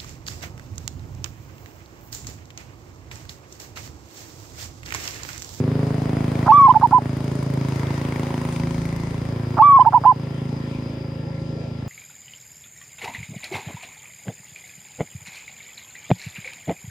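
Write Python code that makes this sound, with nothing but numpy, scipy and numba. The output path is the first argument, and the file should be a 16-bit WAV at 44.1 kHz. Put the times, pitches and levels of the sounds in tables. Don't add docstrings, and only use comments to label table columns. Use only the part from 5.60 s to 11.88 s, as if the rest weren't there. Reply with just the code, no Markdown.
import sys
import numpy as np
from scipy import signal
from scipy.fft import rfft, irfft
from scipy.io import wavfile
from scipy.ndimage import uniform_filter1d
from numba import njit

SR = 44100
rng = np.random.default_rng(int(sys.argv[2]) if len(sys.argv) > 2 else 0)


def generate_wav(sig):
    pcm = np.round(np.clip(np.atleast_2d(sig).T, -1, 1) * 32767).astype(np.int16)
    wavfile.write(sys.argv[1], SR, pcm)


def decibels_to_gain(level_db):
    exponent = np.asarray(level_db, float) / 20
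    return 10 ** exponent


N = 276948
T = np.arange(N) / SR

# start_s, register_flip_s, end_s, top_pitch_hz, level_db
COO_NOTES = [
    (.8865, .921, 1.082, 1158, -9.5),
    (1.082, 1.095, 1.124, 1028, -9),
    (1.151, 1.158, 1.176, 880, -13),
    (1.2265, 1.239, 1.262, 978, -10),
    (1.325, 1.337, 1.393, 1018, -10),
    (3.993, 4.023, 4.190, 1160, -9.5),
    (4.192, 4.200, 4.231, 1028, -8.5),
    (4.259, 4.272, 4.289, 950, -10.5),
    (4.338, 4.349, 4.382, 998, -9.5),
    (4.451, 4.463, 4.528, 1030, -8.5),
]
# share_of_length (0-1), pitch_ratio, level_db
LONG_NOTE = [(0, .93, 2.5), (.13, 1.0, .5), (.46, .993, .8), (.48, .98, 1.5), (.72, .95, .5),
             (.75, .935, 2.5), (.84, .95, 2), (.93, .885, .5), (1, .885, -5)]
SHORT_NOTE = [(0, .985, -.5), (.3, 1.0, .5), (.6, .98, -.5), (.8, .95, -3), (.9, .86, -8), (1, .85, -16)]
TIED_NOTE = [(0, .99, -1.5), (.4, 1.0, 3), (.65, .98, 1), (.85, 0.89, -7), (1, 1, -17)]
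CLOSING_NOTE = [(0, 0.98, -1.5), (.25, 0.98, 1), (.6, .99, -1), (.8, 0.97, -3.5), (.87, .83, -10.5),
                (1, 0.72, -17)]
# harmonic_number, level_db
VOICE_OVERTONES = [(2, -35), (3, -48), (5, -55)]
# time_s, level_db
THROAT_CREAKS = [(.8609, -25), (.8641, -28), (.868, -20.5), (.872, -21), (.8756, -22), (.8787, -15),
                 (.8816, -17), (.8836, -30), (1.1374, -26.5), (1.1432, -24), (1.1452, -25.5), (1.2122, -25),
                 (1.2178, -25.5), (1.2197, -24), (1.2215, -23), (1.3109, -28), (1.3162, -26.5),
                 (1.3191, -25), (1.322, -25), (3.969, -28), (3.9733, -22), (3.9778, -23), (3.9806, -21.5),
                 (3.9837, -21), (3.9871, -19), (3.9887, -16), (3.9904, -28.5), (4.246, -30), (4.2506, -22),
                 (4.2544, -28.5), (4.3235, -25.5), (4.3287, -25), (4.3315, -19.5), (4.3345, -23.5),
                 (4.4371, -24), (4.4428, -23), (4.4445, -24.5), (4.4465, -27)]

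# bark_db, upper_bark_db, muffler_ring_db, engine_side_db
BIKE_PASS = [(0, -18.5, -58, -2, -1.5, 9, 1, -2), (.2, -19, -55, -9, 1, 7, 11, 1),
             (.55, -19, -54, -0.5, 2.5, -8, -7, -0.5), (0.8, -18.5, -50.5, 2.5, 0, 0, 5.5, 1.5),
             (1.499, -22.5, -55, 5.5, 3.5, -4, -0.5, 0), (1.75, -22.5, -51, -5.5, -1, 8.5, 0, -3),
             (2.0, -20.5, -50.5, -8, 1, -9, 6, -1), (2.2, -22, -48.5, 7.5, 2, 6, -25, 1),
             (2.45, -22.5, -49, 1, 6.5, -4, 5, 1.5), (2.749, -24, -50, -1, 7, -3, 3, 2),
             (2.95, -22.5, -48.5, -6.5, 1.5, -16.5, 4.5, 0), (3.4, -24, -50.5, -5.5, 1.5, 1, -1, -3),
             (3.8, -23, -61, 4, 2, 2.5, 2, 3.5), (4.399, -26, -61.5, 6, 2.5, 3.5, 1.5, 4),
             (4.85, -23.5, -59, -7.5, -1.5, 6, -1, -3), (5.4, -26.5, -71.5, -1, -2.5, 10, 4.5, 3.5),
             (5.85, -27, -74, -2.5, -5.5, -19, 6, -3), (6.28, -28, -71.5, 5, 5.5, -20, -1, -0.5)]
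# time_s, speed_rpm
ENGINE_SPEED = [(0, 3135.2), (.75, 3243.2), (2, 3247.1), (2.5, 3315.6), (2.85, 3263.2), (3.4, 3315.8),
                (4.4, 3301.1), (4.65, 3265.5), (6.28, 3218)]
# pitch_hz, width_hz
PIPE_MODES = [
    (106, 44),
    (148, 75),
    (545, 20),
]
# time_s, bark_hz, upper_bark_hz
BARK_MODES = [(0, 253.7, 398), (.3, 276, 425), (.6, 257, 375), (.9, 259, 352), (1.5, 258, 355),
              (2.0, 265.5, 375), (2.3, 267, 357), (2.65, 267, 352), (3.0, 250.6, 357), (3.4, 256.6, 350),
              (3.9, 270, 360), (4.8, 257, 405), (5.5, 249, 365), (6.28, 243.5, 380)]
# time_s, lag_ms, level_db
NEAR_WALL = [(0, 7.85, -0.5), (.6, 7.3, -12), (2.1, 7.43, -5), (3.3, 8.02, -8.5), (4.5, 7.63, -4.5),
             (6.28, 8.4, -7.5)]
# centre_s, length_s, pitch_hz, level_db
YARD_RESONANCES = [(0.235, 0.26, 417.7, -35), (.5, 0.16, 483, -46.5), (1.596, 0.36, 582, -44),
                   (2.4, .3, 300, -45.5), (2.7, .6, 350, -46.5), (2.9, 0.23, 620, -55),
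                   (3.21, 0.4, 166.1, -34.5), (3.098, 0.15, 247, -45.5), (4.902, .4, 405.6, -50.5),
                   (5.2, 0.5, 290, -43), (5.5, 0.34, 469, -50.5), (5.404, 0.34, 246, -47.5),
                   (5.803, 0.35, 163, -37.5)]
# pitch_hz, width_hz, level_over_crack_db
TAILPIPE_RINGS = [(976, 170, 5.5), (1935, 250, 0), (2224, 320, 1.5), (3135, 790, -4)]
# pitch_hz, density_db (per Hz)
CLATTER_SPECTRUM = [(300, -56), (500, -21), (700, -26), (1000, -23), (1500, -29.5), (2100, -31.5),
                    (3000, -40), (4500, -44), (7000, -54.5)]
# pitch_hz, density_db (per Hz)
CRACK_SPECTRUM = [(2000, -49.5), (4000, -35.5), (6300, -36), (8200, -43), (9500, -38), (11000, -51.5),
                  (15000, -56.5), (16000, -55)]
# time_s, level_db
EXHAUST_SNAPS = [(1.197, -44), (1.2736, -38.5), (1.384, -42), (1.571, -41), (1.607, -43.5), (1.6441, -40),
                 (1.7202, -45.5), (1.754, -41), (1.83, -38.5), (1.9032, -40), (1.9387, -35.5),
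                 (2.0876, -38), (2.159, -42.5), (2.1963, -43), (2.3788, -48.5), (2.417, -41.5),
                 (2.4875, -49), (2.5624, -43.5), (2.5963, -38), (2.6347, -46.5), (2.816, -40.5),
                 (2.9273, -48), (3.0003, -46), (3.0375, -49), (3.1823, -47), (3.2565, -39.5),
                 (3.3628, -38.5), (3.4015, -42.5)]

# pitch_hz, level_db
LEAF_BANDS = [(850, -53.5), (1000, -56.5), (1750, -59), (2050, -66), (2400, -63), (2800, -64),
              (3300, -65.5), (3900, -69)]
# centre_s, length_s, pitch_hz, level_db
BUSH_GUSTS = [(.6, 0.44, 687, -39), (1.9, 0.26, 600, -41.5), (2.3, .2, 2050, -46), (2.9, .15, 2620, -54),
              (3.4, 0.22, 2040, -48), (4.773, 0.068, 3191, -53), (4.75, 0.079, 1910, -54),
              (5.044, 0.069, 1780, -50), (5.093, .07, 3300, -56), (5.15, 0.046, 2380, -48.5),
              (5.45, .07, 2100, -58), (5.754, 0.062, 2130, -52), (6.003, .06, 1750, -55)]
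# pitch_hz, density_db (per Hz)
AIR_SPECTRUM = [(25, -99), (42, -74), (54, -64), (130, -74), (300, -64), (550, -70), (1400, -97.5),
                (2200, -86.5), (4400, -97.5), (6500, -102), (10000, -111), (15000, -121)]
# pitch_hz, level_db
STEADY_WHINES = [(1362, -60), (4845, -69), (5028, -68), (5179, -73), (6874, -80)]
# pitch_hz, left_minus_right_db
PORT_SHADING = [(300, 0), (700, -1.5), (1290, -.6), (2380, 4.5), (4400, 8.5), (8120, 10.5), (15000, 3)]
# pitch_hz, likeness (0-1)
PORT_LIKENESS = [(130, 1), (290, 0.82), (640, 0.6), (1410, 0), (3100, 0.4), (6820, 0), (15000, 0.4)]


def level(x, db):
    return x * decibels_to_gain(db) / np.sqrt(np.mean(x ** 2))


def on_log(hz, table):
    f, v = np.transpose(table)
    return np.interp(np.log(np.maximum(hz, 1)), np.log(f), v)


def over_time(table):
    s, *columns = np.transpose(table)
    return [np.interp(T, s, c) for c in columns]


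def swell(centre_s, length_s):
    return np.exp(-((T - centre_s) / length_s) ** 2)


def ring(x, hz, width_hz):
    return signal.lfilter(*signal.iirpeak(hz, hz / width_hz, fs=SR), x)


@njit
def slide(x, hz, width_hz):
    y, band, low = np.empty(len(x)), 0., 0.
    for i in range(len(x)):
        g, k = np.tan(np.pi * hz[i] / SR), width_hz / hz[i]
        v = (band + g * (x[i] - low)) / (1 + g * (g + k))
        band, low, y[i] = 2 * v - band, low + 2 * g * v, k * v
    return y


def dull(x, hz):
    return signal.sosfilt(signal.bessel(4, hz, fs=SR, output="sos", norm="mag"), x)


def decay(x, time_s):
    return signal.lfilter([1], [1, -np.exp(-1 / (time_s * SR))], x)


def colour(x, table):
    return irfft(rfft(x) * decibels_to_gain(on_log(np.fft.rfftfreq(N, 1 / SR), table)), N)


def walk(rate):
    k = int(SR / rate)
    held = np.repeat(rng.standard_normal(N // k + 1), k)
    return 1.3 * uniform_filter1d(uniform_filter1d(held, k), k)[:N]


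def wide(table, flicker_db):
    hz = np.fft.rfftfreq(N, 1 / SR)
    alike = np.clip(on_log(hz, PORT_LIKENESS), 0, 1)
    mid, side = rfft(rng.standard_normal((2, N))) * np.sqrt(SR / 4)
    both = np.sqrt(1 + alike) * mid + np.sqrt(1 - alike) * side * np.array([[1], [-1]])
    both = both * decibels_to_gain(on_log(hz, table))
    octave = np.log2(np.maximum(hz, 1) / 40)
    noise = 0
    for k in range(10):
        band = irfft(both * np.clip(1 - abs(octave - k), 0, 1), N)
        noise = noise + band * decibels_to_gain(flicker_db * walk(13))
    return noise


def delayed(x, lag_ms):
    return np.interp(T - lag_ms / 1000, T, x)


def echoes(x, t60_s, start_s):
    t = T[:SR // 2]
    tail = rng.standard_normal((2, len(t))) * decibels_to_gain(-60 * t / t60_s) * (t > start_s)
    return signal.fftconvolve(x[None], tail / np.sqrt(np.sum(tail ** 2) / 2))[:, :N]


def coo_contour():
    low_hz, scoop_s = 873, .004
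    scoop_pitch, scoop_db = np.array((.76, .89, .975, 1.03)), (-30, -9, -3.5, -2.5)
    flutter_s, flutter_share = .039, .007
    hz, db = np.full(N, 870.), np.full(N, -120.)
    notes = np.array(COO_NOTES)
    pauses = notes[:, 0] - np.r_[0, notes[:-1, 2]]
    for (start, flip, end, top_hz, note_db), pause in zip(COO_NOTES, pauses):
        length, tied = end - flip, pause < .01
        if length > .1:
            shape = LONG_NOTE
        elif length > .05:
            shape = CLOSING_NOTE
        else:
            shape = TIED_NOTE if tied else SHORT_NOTE
        share, ratio, shape_db = np.transpose(shape)
        before = start - min(pause + .001, .004)
        s = np.r_[before, start, start + scoop_s, flip - .001, flip + share * length, end + .002]
        now = (T > s[0]) & (T < s[-1])
        t = T[now]
        hz[now] = np.interp(t, s, np.r_[low_hz * scoop_pitch, top_hz * ratio, top_hz * ratio[-1]])
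        if length > .1:
            hz[now] *= 1 + flutter_share * (t > flip) * np.cos(2 * np.pi * (t - flip - flutter_s / 2) / flutter_s)
        catch_db = np.maximum(scoop_db, -9 if tied else -99)
        db[now] = note_db + np.interp(t, s, np.r_[catch_db, shape_db, -45])
    return hz, db


def throat_creak():
    clicks = np.zeros(N)
    at, creak_db = np.transpose(THROAT_CREAKS)
    clicks[(at * SR).astype(int)] = decibels_to_gain(creak_db)
    wide_tract = ring(ring(clicks, 950, 500), 1100, 500)
    narrow_tract = ring(ring(clicks, 750, 230), 1000, 400)
    creak = dull(wide_tract + 0.76 * narrow_tract, 2200)
    return decibels_to_gain(39.5) * signal.sosfilt(signal.butter(6, 1500, fs=SR, output="sos"), creak)


def dove():
    hz, db = coo_contour()
    phase = 2 * np.pi * np.cumsum(uniform_filter1d(hz, size=90) * (1 + 0.0049 * walk(120))) / SR
    voice = np.sqrt(2) * uniform_filter1d(decibels_to_gain(db), size=90) * decibels_to_gain(0.14 * walk(170))
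    high_opening = np.clip((hz - 990) / 160, .1, 1.2)
    scoop_opening = 2.1 * np.clip((885 - hz) / 80, 0, 1)
    overtones = 0
    for k, overtone_db in VOICE_OVERTONES:
        beads = decibels_to_gain(1.1 * k * walk(60) + 3 - k)
        overtones = overtones + decibels_to_gain(overtone_db) * beads * np.sin(k * phase)
    overtones = voice * np.maximum(high_opening, scoop_opening) * overtones
    voiced = voice * np.sin(phase) + throat_creak()
    direct = voiced * decibels_to_gain(np.array([[-3.6], [2.2]]))
    air_sac = ring(voiced, 872, 58) * decibels_to_gain(np.array([[-8.5], [2.3]]))
    cage = decibels_to_gain(-6.5) * ring(voiced, 1102, 60) * np.array([[1], [-1]])
    yard_ring = decibels_to_gain(-19) * echoes(voiced, .05, .001) + decibels_to_gain(-31) * echoes(voiced, .2, .02)
    return direct + air_sac + cage + overtones * decibels_to_gain(np.array([[2.2], [-2.5]])) + yard_ring


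def firings():
    cycles = .94 + np.cumsum(over_time(ENGINE_SPEED)[0]) / 120 / SR
    at = np.interp(np.arange(1, cycles[-1]), cycles, T)
    chance = rng.standard_normal((len(at), 3))
    heard = (at > .002) & (at < N / SR - .01)
    index = ((at + .00006 * chance[:, 0]) * SR).astype(int)[heard]
    pulses, cracks = np.zeros(N), np.zeros(N)
    pulses[index - 20] = decibels_to_gain(.7 * chance[heard, 1])
    cracks[index - 40] = decibels_to_gain(1.1 * chance[heard, 2])
    return pulses, cracks


def exhaust_bark(pulses, bark_db, upper_db):
    bark_hz, upper_hz = over_time(BARK_MODES)
    barks = pulses * decibels_to_gain(.8 * walk(27.02))
    bark = decibels_to_gain(bark_db) * level(slide(dull(barks, 1500), bark_hz, 82.0), 0)
    bark = bark + decibels_to_gain(upper_db - 13.0) * level(slide(dull(barks, 520), upper_hz, 99.0), 0)
    return bark - decibels_to_gain(-11) * delayed(bark, 18.6 - .08 * T)


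def exhaust_pipe(pulses, loud_db, lean_db, bark_db, upper_db, rasp_db):
    boom_mode, thud_mode, rasp_mode = PIPE_MODES
    suction = -dull(dull(pulses, 300), 300)
    boom = level(ring(suction, *boom_mode), 0) * decibels_to_gain(-11.5 + lean_db)
    thud = level(ring(suction, *thud_mode), 0) * decibels_to_gain(-9 - lean_db / 2)
    bark_gain = decibels_to_gain(-14 + 0.54 * (loud_db + 20.0) + .6 * walk(2.5))
    bark = exhaust_bark(pulses, bark_db, upper_db) * bark_gain
    pipe = (boom + thud + bark) * decibels_to_gain(loud_db)
    pipe = pipe + decibels_to_gain(-15) * delayed(pipe, 19.86 + 0.3 * T + 0.4404 * T ** 2)
    pipe = signal.sosfilt(signal.butter(3, 72, "high", fs=SR, output="sos"), pipe)
    drone = level(ring(ring(suction, 55, 34), 55, 34), -26.5) * decibels_to_gain(loud_db + 11 * swell(3.3, 0.5))
    lag_ms, wall_db = over_time(NEAR_WALL)
    wall = decibels_to_gain(wall_db) * dull(delayed(pipe, lag_ms - .4), 700)
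    rasp = ring(level(ring(dull(pulses, 1800), *rasp_mode), 0), *rasp_mode)
    rasp = level(rasp, -49) * decibels_to_gain(rasp_db + 1.1 * walk(2.3))
    yard_back = echoes(pipe, 0.1, 0.012)
    back = decibels_to_gain(-9) * (yard_back.mean(axis=0) + .12 * yard_back)
    return pipe + wall + drone + rasp + back


def yard_resonances(pulses):
    width_hz, total = 14, 0
    for centre_s, length_s, hz, db in YARD_RESONANCES:
        mode = ring(ring(pulses, hz, 4 * width_hz), hz, width_hz)
        total = total + level(mode, db) * swell(centre_s, length_s)
    return total


def tailpipe_and_engine(cracks, loud_db, crack_db, side_db):
    puff = dull(decay(cracks, 0.0027), 940)
    beat = 0.88 + 1.6 * puff * decibels_to_gain(2.9 * (crack_db + 43.0))
    engine_db = (uniform_filter1d(loud_db, size=SR) + crack_db) / 2 + side_db - 9.0
    clatter = wide(CLATTER_SPECTRUM, 0.39) * beat * decibels_to_gain(engine_db)
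    rush = decay(cracks, .002)
    ticks = 0
    for hz, width_hz, db in TAILPIPE_RINGS:
        uneven = (cracks + 0.45 * rush * rng.standard_normal(N)) * decibels_to_gain(1.2 * walk(27))
        ticks = ticks + level(ring(ring(uneven, hz, width_hz), hz, 2 * width_hz), db)
    ticks = ticks * decibels_to_gain(0.92 * (crack_db + 51.5) + side_db - 54.5)
    crack = wide(CRACK_SPECTRUM, 2.2) * (0.57 + 1.55 * puff) * decibels_to_gain(crack_db)
    return ticks + clatter + crack


def motorbike():
    loud_db, crack_db, lean_db, bark_db, upper_db, rasp_db, side_db = over_time(BIKE_PASS)
    pulses, cracks = firings()
    low = exhaust_pipe(pulses, loud_db, lean_db, bark_db, upper_db, rasp_db) + yard_resonances(pulses)
    return low + tailpipe_and_engine(cracks, loud_db, crack_db, side_db)


def exhaust_snaps():
    s, db = np.transpose(EXHAUST_SNAPS)
    starts = np.zeros(N)
    starts[(s * SR).astype(int)] = decibels_to_gain(db - 3)
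    burst = decay(starts, .0025) * rng.standard_normal(N)
    return ring(burst, 9200, 5000) + decibels_to_gain(-4) * ring(burst, 13000, 4000)


def rustle(hz):
    return level(ring(ring(rng.standard_normal((2, N)), hz, hz / 7), hz, hz / 5), 0)


def leaves():
    total = 0
    for centre_s, length_s, hz, db in BUSH_GUSTS:
        total = total + rustle(hz) * decibels_to_gain(db) * swell(centre_s, length_s)
    for hz, db in LEAF_BANDS:
        total = total + rustle(hz) * decibels_to_gain(db + 3 * walk(14))
    return total


def yard():
    insects = level(ring(ring(rng.standard_normal(N), 4840, 240), 5040, 340), -59.5)
    insects = insects * decibels_to_gain(1.3 * walk(30))
    whines = 0
    for hz, db in STEADY_WHINES:
        gain = np.sqrt(2) * decibels_to_gain(db + 2 * walk(3))
        whines = whines + gain * np.sin(2 * np.pi * np.cumsum(hz + 2 * walk(4)) / SR)
    breeze = level(ring(ring(rng.standard_normal(N), 52, 25), 52, 25), -61.5)
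    return wide(AIR_SPECTRUM, 2.2) + insects + whines + breeze


def duck():
    release_s, depth_db = .054, -4.5
    start, end = np.array(COO_NOTES)[:, 0], np.array(COO_NOTES)[:, 2]
    since = np.maximum(T - end[:, None], 0)
    held = np.max((T > start[:, None]) * np.exp(-since / release_s), axis=0)
    return decibels_to_gain(depth_db * uniform_filter1d(held, size=900))


def scene():
    far = (motorbike() + exhaust_snaps() + leaves() + yard()) * duck()
    lean = np.array(PORT_SHADING) * [1, .5]
    return dove() + np.array([colour(far[0], lean), colour(far[1], lean * [1, -1])])


def top_cut(x):
    return signal.sosfilt(signal.butter(12, 15740, fs=SR, output="sos"), x)


def record(dry):
    ceiling, top_hz = .95, 15700
    held = dry / (1 + (dry / ceiling) ** 8) ** (1 / 8)
    cut = signal.sosfilt(signal.ellip(8, .2, 60, top_hz, fs=SR, output="sos"), held)
    return top_cut(cut)


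dry = scene()
out = record(dry)
generate_wav(out)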